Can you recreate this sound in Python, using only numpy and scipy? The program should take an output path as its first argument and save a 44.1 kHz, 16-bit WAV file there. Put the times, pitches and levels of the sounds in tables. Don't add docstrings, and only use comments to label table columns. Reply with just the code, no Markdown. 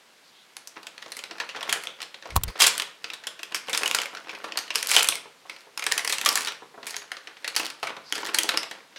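import sys
import numpy as np
from scipy import signal
from scipy.fft import rfft, irfft, next_fast_len
from scipy.io import wavfile
from scipy.ndimage import uniform_filter1d

SR = 44100
rng = np.random.default_rng(int(sys.argv[2]) if len(sys.argv) > 2 else 0)


def to_wav(s):
    ch = np.atleast_2d(s).T
    pcm = np.round(np.clip(ch, -1, 1) * 32767)
    wavfile.write(sys.argv[1], SR, pcm.astype(np.int16))


N = 396018

# start in seconds, level of the crack in dB, treble in dB relative to the crack,
# ring of the film in Hz, time in seconds for the crack to fade by 60 dB.
FILM_SNAPS = [(.567,-38.5,0,4400,0.012),(.673,-48.5,11,6250,0.029),(.764,-50,-27,1350,.04),(.83,-44.5,-7.5,4700,.03),(0.868,-35.5,-4.5,3200,0.026),(.979,-39,-15,4350,0.016),
              (1.024,-37,-17,1980,.036),(1.06,-42.5,-37,1300,0.032),(1.119,-36.5,0,4250,.036),(1.167,-37,-1,2100,0.055),(1.19,-36.5,-3,3150,0.037),(1.238,-34,-10,2100,.015),
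              (1.31,-35,-28,1270,.035),(1.382,-40,-18,1700,0.036),(1.4,-25,-22,1760,0.05),(1.49,-32.5,-19,2830,0.088),(1.56,-35.5,-18.5,1220,0.062),(1.608,-35.5,-12,5400,.032),(1.628,-30.5,-10,3270,0.028),
              (1.693,-24,-8,3250,0.066),(1.726,-20,-2.5,1400,0.039),(1.836,-37,-3,2240,0.043),(1.871,-29,-18,3400,0.012),
              (2.003,-37,-20,1290,0.031),(2.017,-34,-4,5030,0.024),(2.027,-33,-12,4030,0.029),(2.143,-37,-19,3500,0.035),(2.224,-42,-26,1570,0.022),(2.256,-42.5,-37,1430,0.042),(2.304,-37.5,-12,2280,0.033),(2.479,-37.5,-5,4730,0.09),
              (2.565,-42,-26,1800,0.056),(2.597,-35,1.5,4900,.018),(2.603,-17,-6,3250,.1),(2.608,-22.5,2.5,3230,0.066),(2.619,-14.5,0.5,4800,0.055),(2.638,-15,-5,3240,0.1),(2.668,-19.5,4,7300,.032),(2.779,-31,3,3100,0.0077),(2.798,-23.5,-9,3070,0.024),(2.82,-30,-5,3170,0.025),
              (3.042,-29.5,-16,2750,0.028),(3.101,-32.5,-19,2780,0.017),(3.134,-33,-8,3740,0.053),(3.237,-39.5,-17,1900,0.038),(3.269,-28.5,-3.5,3320,0.039),(3.392,-39,-18,2860,.036),(3.431,-31.5,-6.5,3270,0.025),(3.521,-37.5,-15,3100,0.042),(3.545,-23.5,-2.5,5170,0.1),
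              (3.683,-33,-15,2900,.045),(3.695,-30.5,-4.5,2200,0.064),(3.73,-22.5,-6,3500,0.086),(3.748,-25,-3,5040,0.025),(3.775,-26.5,4,4800,.02),(3.805,-53,-10,2650,.028),(3.833,-23.5,-7,2670,0.013),(3.858,-21,-9.5,2960,0.04),(3.877,-31,3.5,2500,0.018),
              (3.912,-23.5,-5.5,2800,0.0048),(3.947,-20,-.5,4740,0.029),(3.986,-23,-16,3000,0.012),(4.016,-29.5,-2,2600,0.022),(4.057,-31.5,-11,2200,0.019),(4.149,-35,-16,1370,0.02),(4.17,-35,-30,1450,.034),
              (4.293,-31.5,-25,2410,0.091),(4.35,-37.5,-15,2500,0.031),(4.441,-32.5,-15,1130,0.086),(4.521,-31.5,-25,2840,0.015),(4.573,-24,-3.5,4300,0.041),(4.588,-31,-0.5,6200,0.014),(4.679,-42,-15.5,2900,.026),(4.704,-26,-19,2850,0.049),(4.749,-31,-8.5,5700,0.036),(4.756,-22,0.5,5300,0.029),
              (4.828,-28,0.5,3200,0.013),(4.871,-36,8,3400,0.0083),(4.891,-35,8,4760,0.042),(4.906,-37,8,4360,.03),(4.914,-20,-0.5,2250,0.041),(4.939,-26,-2,2250,.05),(4.952,-33,0,3000,.05),(4.964,-11,-7.5,2990,0.037),(5.007,-23,-16,2520,.023),
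              (5.024,-26,-8,7450,0.018),(5.029,-32,10.5,7600,.012),(5.044,-26,-2,2300,0.023),(5.073,-36,5,6500,0.017),(5.087,-20,3.5,3300,0.015),(5.122,-27,-24,2430,0.035),(5.154,-33.5,1.5,2200,0.021),(5.496,-32.5,-14.5,2430,0.03),
              (5.563,-45,-13,4300,.022),(5.775,-31,-2,5100,0.02),(5.794,-31.5,-5,2250,0.021),(5.823,-28,-14,2340,0.028),(5.84,-33.5,-1,2140,0.018),(5.865,-21.5,-4,1850,0.025),(5.915,-24,-13,1950,0.024),(5.921,-21.5,-0.5,1860,0.013),(5.978,-23,-1.5,1960,0.024),(5.993,-27,-16,2080,.018),
              (6.047,-27,-3,2090,0.033),(6.075,-25.5,-1,5030,0.028),(6.096,-25,-1.5,2090,0.076),(6.124,-22.5,-1,3700,0.11),(6.183,-29,-1.5,2700,.025),(6.213,-27.5,-3.5,2270,0.021),(6.249,-36,7,5060,0.022),
              (6.26,-15,-5.5,1150,0.045),(6.289,-23.5,5,5100,0.019),(6.327,-42.5,12,5300,0.02),(6.355,-24.5,4.5,4140,0.026),(6.374,-25,-1,1690,0.021),(6.407,-33,0,1790,0.026),(6.448,-33.5,0,4650,0.012),(6.471,-25.5,-20,3720,0.077),(6.481,-30.5,-6,5700,.04),
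              (6.829,-40,-33,1870,0.033),(6.867,-33,0.5,2250,0.11),(6.907,-46,11,4160,0.027),(6.942,-33.5,-20,1800,0.025),(6.965,-33,1,6500,.021),(7.1168,-29,-13,2000,0.021),(7.168,-37,-21,1180,.024),(7.272,-36,-25,1870,0.038),(7.368,-44.5,-21,1900,0.069),
              (7.444,-28.5,-16,1920,0.044),(7.477,-27,-5.5,4200,0.045),(7.546,-36.5,-23,2000,0.054),(7.563,-20.5,-1.5,4630,.045),(7.598,-28,-22,2660,0.041),(7.656,-32.5,-3.5,5100,0.013),(7.701,-36,-4,4800,.034),
              (7.829,-26,-14,1240,0.081),(7.87,-29.5,-12,2270,.036),(7.966,-38.5,-22,1370,0.026),(8.124,-23,-6.5,3300,0.01),(8.153,-30,-6,4800,0.067),(8.179,-33.5,-6,1710,0.038),(8.215,-47,-8,1800,.035),(8.251,-35,-14,1690,.045),(8.269,-32,-7,1850,.045),
              (8.345,-21.5,-1.5,4400,0.032),(8.378,-34,-10,4400,.035),(8.386,-18,-.5,3230,0.026),(8.433,-36,10.5,5000,0.0087),(8.49,-18,-10,3970,.03),(8.573,-22.5,0,5100,0.018),(8.631,-30.5,-9,2660,.028),(8.711,-33.5,-10,1830,0.046),(8.96,-36.5,-32,1750,0.24)]
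# frequency in Hz, relative level in dB.
WALL_TONE = [(30, -28), (80, -26.5), (160, -10), (260, -2.5), (420, 4.5), (750, 3), (1200, -1.5),
             (1800, -6.5), (4000, -45)]
# frequency in Hz, relative level in dB.
CREASE_TONE = [(100, -44.5), (400, -8), (1200, -1), (2500, 3), (4800, 3), (7000, -2.5), (10500, -6.5),
               (16000, -17)]

ORDINARY_DB, ORDINARY_TREBLE_DB = -31, -7
LEVEL_SPAN_S = 0.008


def amp(db):
    return 10 ** (np.asarray(db) / 20)


def unit(x):
    return x / np.sqrt(np.mean(x ** 2) + 1e-20)


def along(points, hz):
    f, values = np.transpose(points)
    return np.interp(np.log(hz + 1), np.log(f + 1), values)


def add(track, s, sound):
    part = track[max(0, round(s * SR)):][:len(sound)]
    part += sound[:len(part)]


def filtered(x, response):
    n = x.shape[-1]
    padded = next_fast_len(n + min(n, SR // 4))
    spectrum = rfft(x, padded) * response(np.fft.rfftfreq(padded, 1 / SR))
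    return irfft(spectrum, padded)[..., :n]


def coloured(x, tone, size=2048):
    cepstrum = irfft(np.log(amp(along(tone, np.fft.rfftfreq(size, 1 / SR)))))
    cepstrum[1:size // 2] *= 2
    cepstrum[size // 2 + 1:] = 0
    kernel = irfft(np.exp(rfft(cepstrum)))
    if x.ndim > 1:
        kernel = kernel[None]
    return signal.fftconvolve(x, kernel, axes=-1)[..., :x.shape[-1]]


def resonance(f, hz, q):
    return 1j * f * hz / q / (hz * hz - f * f + 1j * f * hz / q)


def fade(t, t60):
    return np.exp(-np.log(1000) * t / np.maximum(t60, 1e-4))


def stroke(length, edge):
    return signal.windows.tukey(max(8, int(length * SR)), edge)


def grains(rate, spread_db, t60):
    happens = rng.random(N) < rate / SR
    sizes = amp(spread_db * np.clip(rng.standard_normal(N), -2, 2)) * happens
    power = signal.fftconvolve(sizes ** 2, fade(np.arange(SR // 10) / SR, t60) ** 2)[:N]
    return np.sqrt(abs(power)) * rng.standard_normal(N)


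def snaps(ring_gain=1.93, overtone_gain=0.27, overtone_ratio=2.17, ring_q=10.7, panel_hz=744.0, panel_gain=3.5):
    # frequency in Hz, relative level in dB.
    crack_tone = [(400, -30.5), (900, -9.5), (1400, -3.5), (2500, -1), (4500, -7), (6000, -12.5),
                  (12000, -42.5)]
    treble_tone = [(2500, -42), (4200, -1.5), (5400, 0.5), (8000, 0.5), (10500, -2), (13000, -8.5),
                   (16000, -17.5)]
    attack_s, spike_t60 = 0.00076, 0.0057
    s, db, treble_rel, facet_hz, t60 = np.transpose(FILM_SNAPS)[:, :, None]
    force = db - ORDINARY_DB
    dullness = ORDINARY_TREBLE_DB - treble_rel
    boom_db = -45 + 0.85 * force + 0.06 * dullness
    t = np.arange(SR // 14) / SR
    bent_hz = panel_hz * np.exp(0.408 * rng.standard_normal(s.shape))

    def facet(f):
        first = ring_gain * resonance(f, facet_hz, ring_q)
        return 1 + first + overtone_gain * resonance(f, overtone_ratio * facet_hz, ring_q)

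    def tilted_facet(f):
        return facet(f) * amp(0.1 * dullness * np.log2(1 + f / panel_hz))

    def panel(f):
        return 1 + panel_gain * resonance(f, bent_hz, ring_q)

    def burst(life, tone, level_db, body, spike):
        since = np.maximum(t - attack_s, 0)
        attack = np.minimum(t / attack_s, 1) ** 2
        envelope = attack * (fade(since, life) + spike * fade(since, spike_t60))
        noise = rng.standard_normal((len(s), len(t))) * envelope
        y = coloured(filtered(noise, body), tone)
        return amp(level_db) * y * np.sqrt(LEVEL_SPAN_S * SR / np.sum(y ** 2, axis=1, keepdims=True))

    sounds = burst(t60, crack_tone, db, tilted_facet, spike=0.11)
    sounds += burst(t60 * 0.94, treble_tone, db + treble_rel, facet, spike=1.03)
    sounds += burst(0.065, WALL_TONE, boom_db, panel, spike=0.08)
    track = np.zeros(N)
    for when, sound in zip(s[:, 0], sounds):
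        add(track, when, sound)
    return track


def rips():
    # start in seconds, length in seconds, level in dB.
    runs = [(2.587, 0.064, -19.5), (2.66, 0.027, -20), (4.871, 0.11, -26.5), (4.934, 0.08, -22.5),
            (4.985, 0.038, -32.5), (6.245, 0.044, -44), (6.354, 0.043, -29.5)]
    pull = np.zeros(N)
    for s, length, db in runs:
        add(pull, s, amp(db) * stroke(length, 0.65))
    return pull * unit(coloured(grains(rate=800, spread_db=2.5, t60=0.0015), CREASE_TONE))


def rustle():
    # start in seconds, length in seconds, level of shifting granola in dB, level of fine creasing in dB.
    moves = [(0.756, 0.045, -47.5, -65), (0.998, 0.21, -64, -58.5), (1.288, .15, -48, -72),
             (1.534, 0.27, -40.5, -55), (1.786, 0.12, -58, -55), (2.222, .3, -47.5, -60),
             (2.554, 0.028, -40, -59), (2.693, 0.14, -46, -43), (3.654, 0.42, -41.5, -43),
             (4.11, 0.56, -47.5, -61), (4.736, 0.15, -49, -38.5), (5.47, 0.204, -64, -64),
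             (5.848, 0.376, -56, -51), (6.231, 0.3, -42.5, -35), (6.824, 0.23, -52, -48.5),
             (7.549, 0.13, -40.5, -35.5), (7.823, 0.11, -38.5, -64), (8.136, 0.19, -39, -44),
             (8.324, 0.27, -39, -45), (8.56, 0.27, -52, -67)]
    # frequency in Hz, relative level in dB.
    granola_tone = [(60, -54), (170, -11), (280, 1), (420, 8), (800, 6), (1500, 7), (3000, 1.5),
                    (6000, -11.5), (14000, -49)]
    lead_s, stir_s = 0.045, 0.11
    stir = np.zeros(N)
    for s, db, *_ in FILM_SNAPS:
        strength = amp(0.61 * (db - ORDINARY_DB))
        add(stir, s - lead_s, (strength * stroke(stir_s, 0.23)) ** 2)
    shifting = amp(-57.5) ** 2 * stir
    creasing = amp(-64.5) ** 2 * stir
    for s, length, granola_db, crease_db in moves:
        add(shifting, s, (amp(granola_db) * stroke(length, 0.18)) ** 2)
        add(creasing, s, (amp(crease_db) * stroke(length, 0.16)) ** 2)
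    creases = unit(coloured(grains(rate=130, spread_db=5.5, t60=0.006), CREASE_TONE))
    clusters = unit(coloured(grains(rate=120, spread_db=5, t60=0.02), granola_tone))
    return np.sqrt(creasing) * creases + np.sqrt(shifting) * clusters


def drops(wall_hz=1008.0, wall_gain=1.0, wall_q=4.0, spread=0.37, t60=0.055, rise_s=0.0011):
    # start in seconds, level in dB.
    falls = [(.765,-43),(1.061,-42.5),(1.311,-40.5),(1.414,-38),(1.561,-39),(1.655,-44),(2.254,-36.5),(3.522,-42),(3.685,-33),(4.133,-41),(4.332,-41),(4.372,-48),(4.442,-34),(4.467,-41),
             (5.255,-43),(5.452,-47),(5.668,-48),(6.621,-39.5),(6.741,-43.5),(6.777,-39.5),(6.83,-42.5),(7.597,-32.5),(7.829,-30),(7.968,-39),(8.179,-37),(8.711,-39)]
    t = np.arange(SR // 10) / SR
    track = np.zeros(N)
    for s, db in falls:
        hz = wall_hz * np.exp(spread * rng.standard_normal())
        crumble = rng.standard_normal(len(t)) * fade(t, t60) * (1 - np.exp(-t / rise_s))
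        ringing = filtered(crumble, lambda f: 1 + wall_gain * resonance(f, hz, wall_q))
        knock = coloured(ringing, WALL_TONE)
        add(track, s, amp(db) * knock * np.sqrt(LEVEL_SPAN_S * SR / np.sum(knock ** 2)))
    return track


def slides():
    # start in seconds, length in seconds, pitch of the hiss in Hz, level in dB.
    glides = [(0.22, 0.098, 4460, -61), (0.312, 0.15, 3470, -59.5), (5.461, 0.15, 5100, -58.5),
              (8.024, 0.2, 4660, -50)]
    track = np.zeros(N)
    for s, length, hz, db in glides:
        swell = stroke(length, 0.53)
        hiss = filtered(rng.standard_normal(len(swell)), lambda f: resonance(f, hz, 2.9) ** 2)
        add(track, s, amp(db) * swell * unit(hiss))
    return track


def puffs(air_hz=70.0, rise_s=0.0022):
    # start in seconds, gain in dB.
    pushes = [(2.62, -60), (4.965, -62), (5.087, -45)]
    t = np.arange(SR // 8) / SR
    push = np.sin(2 * np.pi * air_hz * t) * fade(t, 0.039) * (1 - np.exp(-t / rise_s))
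    track = np.zeros(N)
    for s, db in pushes:
        add(track, s, amp(db) * push)
    return track


def bump(thump_hz=85, sway_hz=45):
    # start in seconds, then the gains in dB of the thump, the housing's ring and the scrape.
    knocks = [(2.3572, -19, -27, -14), (2.3626, -7, -5, -1.5), (2.3741, -19, -12, -22),
              (2.4348, -21.5, -27, -5), (2.503, -35, -30, -34)]
    # time in seconds, level of the rumble in dB.
    sway = [(2.29, -55), (2.32, -44), (2.37, -28), (2.42, -38), (2.5, -32.5), (2.513, -92)]
    # frequency in Hz, relative level in dB, time in seconds to fade by 60 dB.
    housing = [(830, -24, 0.09), (1000, -13, 0.052), (1084, -8, 0.031), (1250, -31, 0.025)]
    # frequency in Hz, relative level in dB.
    scrape_tone = [(200, -27), (500, -10), (1100, -5), (1900, -10), (3200, 2), (5000, -5), (7500, -1.5),
                   (11000, -2.5), (16000, -2)]
    seconds = np.arange(N) / SR
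    rumble = filtered(rng.standard_normal(N), lambda f: resonance(f, sway_hz, 0.8) ** 2)
    swaying = (seconds > sway[0][0]) & (seconds < sway[-1][0])
    track = swaying * amp(np.interp(seconds, *np.transpose(sway))) * unit(rumble)

    t = np.arange(SR // 10) / SR
    thump = -np.sin(2 * np.pi * thump_hz * t) * fade(t, 0.051) * (1 - np.exp(-t / 0.003))
    ring = sum(amp(db) * np.sin(2 * np.pi * hz * t) * fade(t, t60) for hz, db, t60 in housing)
    for s, thump_db, ring_db, scrape_db in knocks:
        rub = rng.standard_normal(len(t)) * fade(t, 0.016) * (1 - np.exp(-t / 0.002))
        scrape = coloured(rub, scrape_tone)
        add(track, s, amp(thump_db) * thump + amp(ring_db) * ring + amp(scrape_db) * scrape)
    return track


def room(x, wet_db, modal_hz=1300.0, modal_t60=0.52, size=256):
    # frequency in Hz, gain in dB.
    room_tone = [(60, -3), (160, 5.5), (270, -1), (450, 0), (1100, 0), (2500, -2.5), (6000, -3.5),
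                 (10000, -3.5), (16000, -9)]
    # frequency in Hz, time in seconds to fade by 60 dB.
    decay = [(150, 0.85), (600, 0.45), (2000, 0.4), (4500, 0.34), (9000, 0.25), (16000, 0.22)]
    # delay in seconds, plain gain.
    walls = [(.0046, 0.019), (.0092, 0.13), (0.0171, .11), (0.0217, 0.12)]
    hz, _, frames = signal.stft(x, SR, nperseg=size)
    fed = abs(uniform_filter1d(abs(frames) ** 2, 3, axis=0))
    kept = fade(size / 2 / SR, along(decay, hz)) ** 2
    stored = np.array([signal.lfilter([0, 1 - k], [1, -k], band) for k, band in zip(kept, fed)])
    field = signal.stft(rng.standard_normal(N), SR, nperseg=size)[2]
    wash = signal.istft(np.sqrt(stored) * field / np.std(field), SR, nperseg=size)[1][:N]

    tail = rng.standard_normal(SR) * fade(np.arange(SR) / SR, modal_t60)
    modes = signal.fftconvolve(x, tail / np.linalg.norm(tail))[:N]

    def low(f):
        return 1 / (1 + (f / modal_hz) ** 2)

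    low_part = filtered(modes, lambda f: np.sqrt(low(f)))
    high_part = filtered(wash, lambda f: np.sqrt(1 - low(f)))
    wet = amp(wet_db) * (low_part + high_part)
    for delay, gain in walls:
        add(wet, delay, gain * x)
    return coloured(wet, room_tone)


def hush(level_db):
    # frequency in Hz, relative level in dB.
    quiet_tone = [(25, -29), (70, -28), (150, -9), (400, -5), (1000, -5), (2000, -5.5), (4000, -7.5),
                  (8000, -15.5), (12000, -20.5), (16000, -30)]
    return amp(level_db) * unit(coloured(rng.standard_normal(N), quiet_tone))


def scene():
    pouch = snaps() + drops() + rustle() + rips() + slides() + puffs()
    return (pouch + room(pouch, wet_db=-3.5) + bump() + hush(level_db=-57.0))[None]


def record(dry):
    top_hz, edge_hz = 16050, 400
    return filtered(np.clip(dry, -1, 1), lambda hz: np.clip((top_hz - hz) / edge_hz + 0.5, 0, 1))


dry = scene()
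out = record(dry)
to_wav(out)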